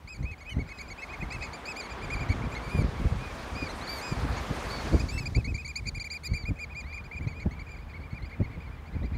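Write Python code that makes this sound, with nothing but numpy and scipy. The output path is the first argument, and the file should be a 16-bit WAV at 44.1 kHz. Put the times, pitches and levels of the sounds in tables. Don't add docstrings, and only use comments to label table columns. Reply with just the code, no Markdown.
import sys
import numpy as np
from scipy import signal
from scipy.io import wavfile

SR = 44100
rng = np.random.default_rng(int(sys.argv[2]) if len(sys.argv) > 2 else 0)


def log_audio(samples):
    frames = np.atleast_2d(samples).T
    limited = np.clip(frames, -1, 1)
    pcm = np.round(limited * 32767).astype(np.int16)
    wavfile.write(sys.argv[1], SR, pcm)


N = 404397


def from_db(db):
    return 10 ** (np.asarray(db) / 20)


def rms_one(x):
    return x / np.sqrt(np.mean(x ** 2) + 1e-20)


def in_time(rows):
    times, *columns = np.transpose(rows)
    return [np.interp(np.arange(N) / SR, times, column) for column in columns]


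def drift(rate_hz):
    step, run_in = 20, 4000
    pole = np.exp(-2 * np.pi * rate_hz * step / SR)
    noise = rng.standard_normal(N // step + run_in + 2)
    slow = signal.lfilter([1], [1, -2 * pole, pole * pole], noise)[run_in:]
    return np.interp(np.arange(N) / step, np.arange(len(slow)), rms_one(slow - slow.mean()))


def band(x, low_hz, high_hz):
    return signal.sosfilt(signal.butter(2, [low_hz, high_hz], "band", fs=SR, output="sos"), x)


def wash(spectrum, patchy_db):
    out = 0
    edges = 110 * 2 ** np.arange(0, 7.6, .5)
    white = rng.standard_normal((2, N))
    hz, db = np.transpose(spectrum)
    for k, (low, high) in enumerate(zip(edges, edges[1:])):
        log_centre = np.log(low * high) / 2
        level_db = np.interp(log_centre, np.log(hz), db, left=-60, right=-60)
        flicker_db = patchy_db * drift(12.5)
        out = out + from_db(level_db + flicker_db) * band(white[k % 2], low, high)
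    return rms_one(out)


# (time [s], roar level [dB], spray level [dB])
SURF = [(0, -59, -77), (.6, -55.5, -77.5), (1.15, -48.5, -67.5), (2.3, -43, -66), (3.1, -45, -62),
        (4.5, -40, -56), (4.88, -40.5, -53.5), (5.1, -48.5, -59.5), (5.5, -58.5, -69.5), (7.2, -55, -81)]
# (frequency [Hz], density [dB per Hz])
ROAR = [(150, -4), (330, -4.5), (600, -6), (950, -4.5), (2300, -13.5), (3000, -19.5), (6500, -41)]
# (frequency [Hz], density [dB per Hz])
SPRAY = [(3500, 5.5), (10000, -9), (16000, -25)]


def surf():
    roar_db, spray_db = in_time(SURF)
    roar = from_db(roar_db + 3.0) * wash(ROAR, patchy_db=1.02)
    spray = from_db(spray_db + 5.0) * wash(SPRAY, patchy_db=2.0)
    return roar + spray


# (mean frequency [Hz], peak level [dB])
HUM = [(76, -44), (155, -56.5), (232, -57.5), (460, -64)]


def hum():
    t = np.arange(N) / SR
    tones = 0
    for hz, db in HUM:
        time_shift = 0.01603 * np.cumsum(drift(2.35)) / SR
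        tones = tones + from_db(db) * np.sin(2 * np.pi * hz * (t + time_shift))
    return tones * from_db(np.interp(t, [4.5, 5.4], [-12, 0]))


# (time [s], force level [dB])
BREEZE = [(0, -49), (1.3, -41.5), (1.85, -57), (2.15, -37), (3.5, -41.5), (5.3, -38.5), (6, -44.5),
          (9.17, -43.5)]
# (centre time [s], standard deviation [s], peak force level [dB])
GUSTS = [(0.223, 0.045, -38), (0.569, 0.0031, -19.5), (0.59, 0.032, -29), (1.23, 0.0073, -26),
         (2.17, 0.037, -52), (2.315, 0.14, -40.5), (2.754, 0.0037, -12.5), (2.794, 0.041, -23),
         (3.032, 0.039, -30), (3.635, 0.012, -28), (4.122, 0.0049, -26.5), (4.265, 0.046, -32),
         (4.512, 0.0078, -23), (4.86, 0.01, -27), (4.943, 0.017, -13.5), (5.039, 0.0034, -28.5),
         (5.193, 0.047, -36), (5.379, 0.017, -25.5), (5.507, 0.029, -27.5), (6.501, 0.014, -26),
         (7.211, 0.014, -32.5), (7.466, 0.0087, -22), (8.416, 0.01, -19), (8.964, 0.015, -33.5),
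         (9.036, 0.016, -24.5)]
EDDY_DB = [-2.5, -3.2, -8.5, -18.5, -43]


def wind():
    t = np.arange(N) / SR
    force = from_db(in_time(BREEZE)[0] + 3.87 * drift(2.74))
    reach_s = .25
    for s, width_s, db in GUSTS:
        near = slice(max(round((s - reach_s) * SR), 0), round((s + reach_s) * SR))
        force[near] += from_db(db) * np.exp(-.5 * ((t[near] - s) / width_s) ** 2)
    out, lumps = 0, drift(30.4)
    for octave, db in enumerate(EDDY_DB):
        low_hz = 36 * 2 ** octave
        noise = band(rng.standard_normal(N), low_hz, 2 * low_hz)
        eddy = rms_one(noise * from_db(4.74 * lumps))
        growth = (force / from_db(-20.5)) ** (0.2 * (octave - 1))
        out = out + eddy * force * growth * from_db(db)
    return out


OVERTONES_DB = [-5, -16.5, -24, -37]
DROOP_PER_S = 0.398


def whistle(length_s, crest, top_hz, rise, fall, bright_db, boost_db, shrill_db, chance, edge_s=0.0053):
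    t = np.arange(round(length_s * SR)) / SR
    v = t / length_s
    flatness = 2.1 + 7 * length_s
    climb = rise * np.abs(1 - v / crest) ** flatness
    descent = fall * np.abs((v - crest) / (1 - crest)) ** (flatness + 16 * length_s)
    droop = DROOP_PER_S * (t - crest * length_s)
    sag = np.where(v < crest, climb, descent + droop)
    phase = 2 * np.pi * np.cumsum(top_hz * (1 - sag)) / SR
    tone = from_db(-25 * sag) * np.sin(phase)
    swing_db = 7 * (v - .5)
    scatter_db = 2.5 * chance[1]
    tone += from_db(bright_db + swing_db * chance[0, -1]) * np.sin(2 * phase)
    common_db = 0.76 * bright_db + boost_db - 5 * sag - 60 * length_s
    for k, db in enumerate(OVERTONES_DB):
        colour_db = shrill_db * k + scatter_db[k] + swing_db * chance[0, k]
        tone += from_db(common_db + db + colour_db) * np.sin((k + 3) * phase)
    edges = np.clip(np.minimum(t / edge_s, (length_s - t) / (2.48 * edge_s)), 0, 1)
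    return np.sqrt(2) * np.sin(edges * np.pi / 2) ** 2 * tone


# (start time [s], bird [letter], top pitch [Hz], level [dB])
PIPS = [(.072, "B", 2545, -46), (.142, "A", 2310, -53), (.18, "C", 2470, -64), (.225, "A", 2244, -52),
        (.242, "B", 2560, -45), (.31, "A", 2235, -48.5), (.376, "C", 2480, -58), (.402, "A", 2240, -48.5),
        (.451, "B", 2540, -46), (.498, "A", 2220, -47), (.54, "A", 2080, -53), (.583, "A", 2244, -46),
        (.667, "C", 2480, -58), (.687, "A", 2246, -43.5), (.772, "C", 2510, -55), (.784, "A", 2290, -42.5),
        (.874, "C", 2480, -50.5), (.898, "A", 2264, -41.5), (.972, "C", 2480, -51),
        (.974, "B", 2625, -47.5), (1.016, "A", 2195, -39.5), (1.082, "B", 2520, -47.5),
        (1.125, "A", 2210, -40.5), (1.199, "C", 2500, -45), (1.222, "A", 2180, -42),
        (1.301, "C", 2500, -48), (1.308, "B", 2643, -44), (1.319, "A", 2200, -41), (1.42, "C", 2440, -47.5),
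        (1.423, "A", 2220, -46), (1.529, "C", 2400, -47), (1.652, "C", 2480, -44.5),
        (1.666, "B", 2580, -38.5), (1.758, "B", 2460, -39), (1.817, "A", 2250, -46.5),
        (1.892, "C", 2440, -45.5), (2.012, "C", 2420, -43), (2.099, "B", 2450, -36.5),
        (2.152, "C", 2365, -44), (2.19, "B", 2416, -39), (2.286, "A", 2282, -40), (2.292, "B", 2340, -44),
        (2.416, "B", 2406, -45), (2.514, "C", 2460, -45), (2.547, "A", 2184, -41.5),
        (2.613, "B", 2326, -47), (2.968, "C", 2310, -48.5), (3.687, "A", 2090, -47.5),
        (4.365, "A", 2250, -49.5), (4.994, "A", 2510, -41.5), (5.083, "A", 2350, -41.5),
        (5.175, "A", 2280, -40), (5.253, "A", 2460, -37), (5.346, "A", 2370, -36), (5.357, "B", 2590, -46),
        (5.441, "A", 2256, -38), (5.467, "B", 2550, -44.5), (5.54, "A", 2375, -39),
        (5.573, "B", 2500, -42.5), (5.644, "A", 2330, -37.5), (5.673, "B", 2445, -40.5),
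        (5.754, "A", 2340, -37.5), (5.755, "B", 2476, -37.5), (5.854, "B", 2460, -39),
        (5.867, "A", 2360, -38.5), (5.944, "B", 2430, -40), (5.995, "A", 2395, -40),
        (6.039, "B", 2410, -39), (6.099, "A", 2406, -38.5), (6.133, "B", 2434, -39),
        (6.232, "B", 2447, -41), (6.333, "B", 2410, -39.5), (6.45, "B", 2455, -40.5),
        (6.552, "C", 2520, -51), (6.586, "B", 2440, -39), (6.694, "C", 2490, -49),
        (6.745, "B", 2435, -41.5), (6.807, "C", 2480, -53), (6.923, "B", 2404, -42.5),
        (7.038, "C", 2440, -48), (7.11, "B", 2400, -44), (7.156, "C", 2460, -46), (7.207, "B", 2350, -46),
        (7.266, "C", 2490, -48.5), (7.27, "A", 2300, -50.5), (7.396, "A", 2270, -43.5),
        (7.507, "A", 2240, -46.5), (7.541, "B", 2380, -51.5), (7.59, "A", 2340, -48),
        (7.658, "C", 2470, -52), (7.749, "C", 2430, -55.5), (7.783, "A", 2290, -56),
        (7.808, "C", 2460, -57), (7.892, "A", 2234, -59), (7.894, "C", 2420, -53),
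        (7.932, "B", 2260, -47.5), (7.997, "A", 2270, -55), (8.025, "B", 2380, -52),
        (8.1, "A", 2234, -54.5), (8.137, "B", 2430, -49), (8.218, "A", 2190, -50), (8.248, "C", 2450, -56),
        (8.292, "C", 2355, -58), (8.311, "A", 2180, -51.5), (8.318, "B", 2410, -56),
        (8.388, "C", 2450, -60), (8.42, "A", 2220, -51.5), (8.452, "C", 2440, -55), (8.5, "B", 2370, -57),
        (8.523, "A", 2230, -54), (8.6, "C", 2460, -51.5), (8.626, "B", 2370, -54), (8.657, "A", 2170, -56),
        (8.708, "B", 2420, -56), (8.77, "A", 2090, -60), (8.865, "C", 2420, -55.5),
        (8.922, "A", 2100, -55.5), (8.943, "C", 2430, -56), (8.983, "B", 2420, -61),
        (9.026, "A", 2070, -54), (9.043, "C", 2390, -53.5), (9.124, "C", 2450, -55),
        (9.132, "A", 2084, -54), (9.14, "B", 2350, -51)]
PIP_SHAPE = (0.473, 0.2055, 0.263)
VOICES = { "A": [(.14, 0.035, -6), (.3, 0.038, -13.5), (.6, 0.05, -15), (.85, 0.043, -9.5),
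          (1.2, 0.028, -20.5), (1.43, 0.061, -8.5), (1.8, 0.061, -5), (2.55, 0.047, -12),
          (3.7, 0.038, -0.5), (5.1, 0.03, -2.5), (5.6, 0.034, -8.5), (5.75, 0.0292, -1.5), (6.1, 0.047, -1),
          (7.27, .07, -9.5), (7.4, 0.043, -16.5), (8.05, 0.038, -7.5), (8.3, 0.045, -18.5),
          (9.1, 0.043, -10)], "B": [(.07, 0.084, -12), (.24, .11, -30), (.45, 0.068, -22),
          (1.05, 0.086, -17.5), (1.3, 0.073, -24), (1.75, 0.064, -7), (2.1, 0.059, -16.5),
          (2.4, 0.054, -18), (2.6, 0.087, -11), (5.35, 0.065, -21), (5.65, 0.0535, -13), (6.05, 0.046, -13),
          (6.23, 0.053, -2.5), (6.45, 0.061, -17), (6.75, 0.08, -13), (7.15, 0.055, -23.5),
          (9, 0.056, -17)], "C": [(.3, 0.046, -11), (.75, 0.034, -3), (1.2, 0.035, -23), (1.32, 0.044, -5),
          (1.5, 0.042, -3.5), (2, 0.052, -10), (2.5, 0.045, -16), (6.65, 0.054, -25), (7.05, 0.04, -13.5),
          (7.27, 0.042, -24), (7.7, 0.037, -18), (8.25, 0.039, -7), (8.45, 0.0355, -20), (9.1, 0.038, -13)]}
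SHRILL = {"A": [(2.6, 1), (5, -3.5)], "B": [(5.9, -0.5), (6.2, 5), (6.7, -1.2)], "C": [(5, -1.5)]}
# (time [s], level [dB])
DULLING = [(7.2, 0), (7.9, -10)]
# (start time [s], length [s], crest [0-1 of the length], top pitch [Hz],
# fall [share of top pitch], level [dB], brightness: 2nd harmonic before its swing [dB],
# boost of harmonics 3-6 [dB], shrillness [dB per harmonic above the 3rd])
WHISTLES = [(0.491, 0.051, 0.15, 3054, 0.11, -47.5, -15, 0, 3),
            (0.682, 0.21, 0.25, 2546, 0.18, -52.5, -17, 7, 4),
            (1.405, 0.097, 0.23, 2550, 0.31, -46, -14.5, 1, -2),
            (2.691, 0.14, 0.3, 2450, 0.15, -43.5, -13, 4.5, 5),
            (3.181, .15, 0.4, 2480, 0.15, -49.5, -24, -3, -4),
            (3.547, 0.14, 0.28, 2480, 0.14, -41.5, -9, -5, -5),
            (3.808, 0.13, .66, 2326, 0.05, -49, -2, 1, -6),
            (3.872, 0.14, 0.3, 2335, 0.17, -46.5, 2.5, -5, 11),
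            (4.01, 0.142, 0.3, 2510, 0.13, -46, -3, 3, -8), (4.699, 0.122, .2, 2280, .05, -49, 3, -12, -3),
            (4.92, .07, .45, 2340, .2, -51, -3, -8, -3), (5.104, .14, 0.37, 2670, 0.115, -46, -8.5, 8, 1),
            (6.24, 0.21, 0.7, 2330, 0.4, -51, -2.5, 1, -6),
            (6.836, 0.18, 0.81, 2446, 0.15, -46.5, -17.5, -6, -3),
            (7.327, 0.12, 0.5, 2450, 0.15, -48.5, -19, -1, -2),
            (7.683, 0.079, 0.37, 2415, 0.19, -48, -17, 5, -4)]
RISE_SHARE, RISE_PER_S = .13, 0.97


def all_notes():
    crest, rise, fall = PIP_SHAPE
    notes = [(s, n, c, hz, RISE_SHARE + RISE_PER_S * c * n, *rest)
             for s, n, c, hz, *rest in WHISTLES]
    for s, bird, hz, db in PIPS:
        times, lengths, brights = np.transpose(VOICES[bird])
        length_s = np.interp(s, times, lengths)
        bright_db = np.interp(s, times, brights)
        boost_db = np.interp(s, *np.transpose(DULLING))
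        shrill_db = np.interp(s, *np.transpose(SHRILL[bird]))
        notes.append((s, length_s, crest, hz, rise, fall, db, bright_db, boost_db, shrill_db))
    return notes


def birds():
    crest, rise, fall = PIP_SHAPE
    notes = all_notes()
    far = rng.standard_normal((36, 2))
    starts = rng.uniform(0, N / SR, len(far))
    notes += [(s, .038, crest, 2330 + 140 * a, rise, fall, -58 + 2 * b, -17, -6, 0)
              for s, (a, b) in zip(starts, far)]
    out = np.zeros(N + SR)
    chance = rng.standard_normal((len(notes), 2, 5))
    for (s, *shape, db, bright_db, boost_db, shrill_db), luck in zip(notes, chance):
        note = from_db(db) * whistle(*shape, bright_db, boost_db, shrill_db, luck)
        at = round(s * SR)
        out[at:at + len(note)] += note
    out = out[:N]
    waver_db = 2.1 - 0.085 * in_time(DULLING)[0]
    overtones = band(out, 2950, 21000)
    low_part = (out - overtones) * from_db(waver_db * drift(31))
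    return low_part + overtones * from_db(1.3 * waver_db * drift(48))


def scene():
    return (surf() + hum() + wind() + birds())[None]


def record(dry):
    hiss = from_db(-72.5) * rng.standard_normal(N)
    thin = signal.sosfilt(signal.butter(3, 38, "high", fs=SR, output="sos"), dry + hiss)
    rounded = .55 * np.tanh(thin / .55)
    return signal.sosfilt(signal.ellip(12, .5, 80, 15740, fs=SR, output="sos"), rounded)


dry = scene()
out = record(dry)
log_audio(out)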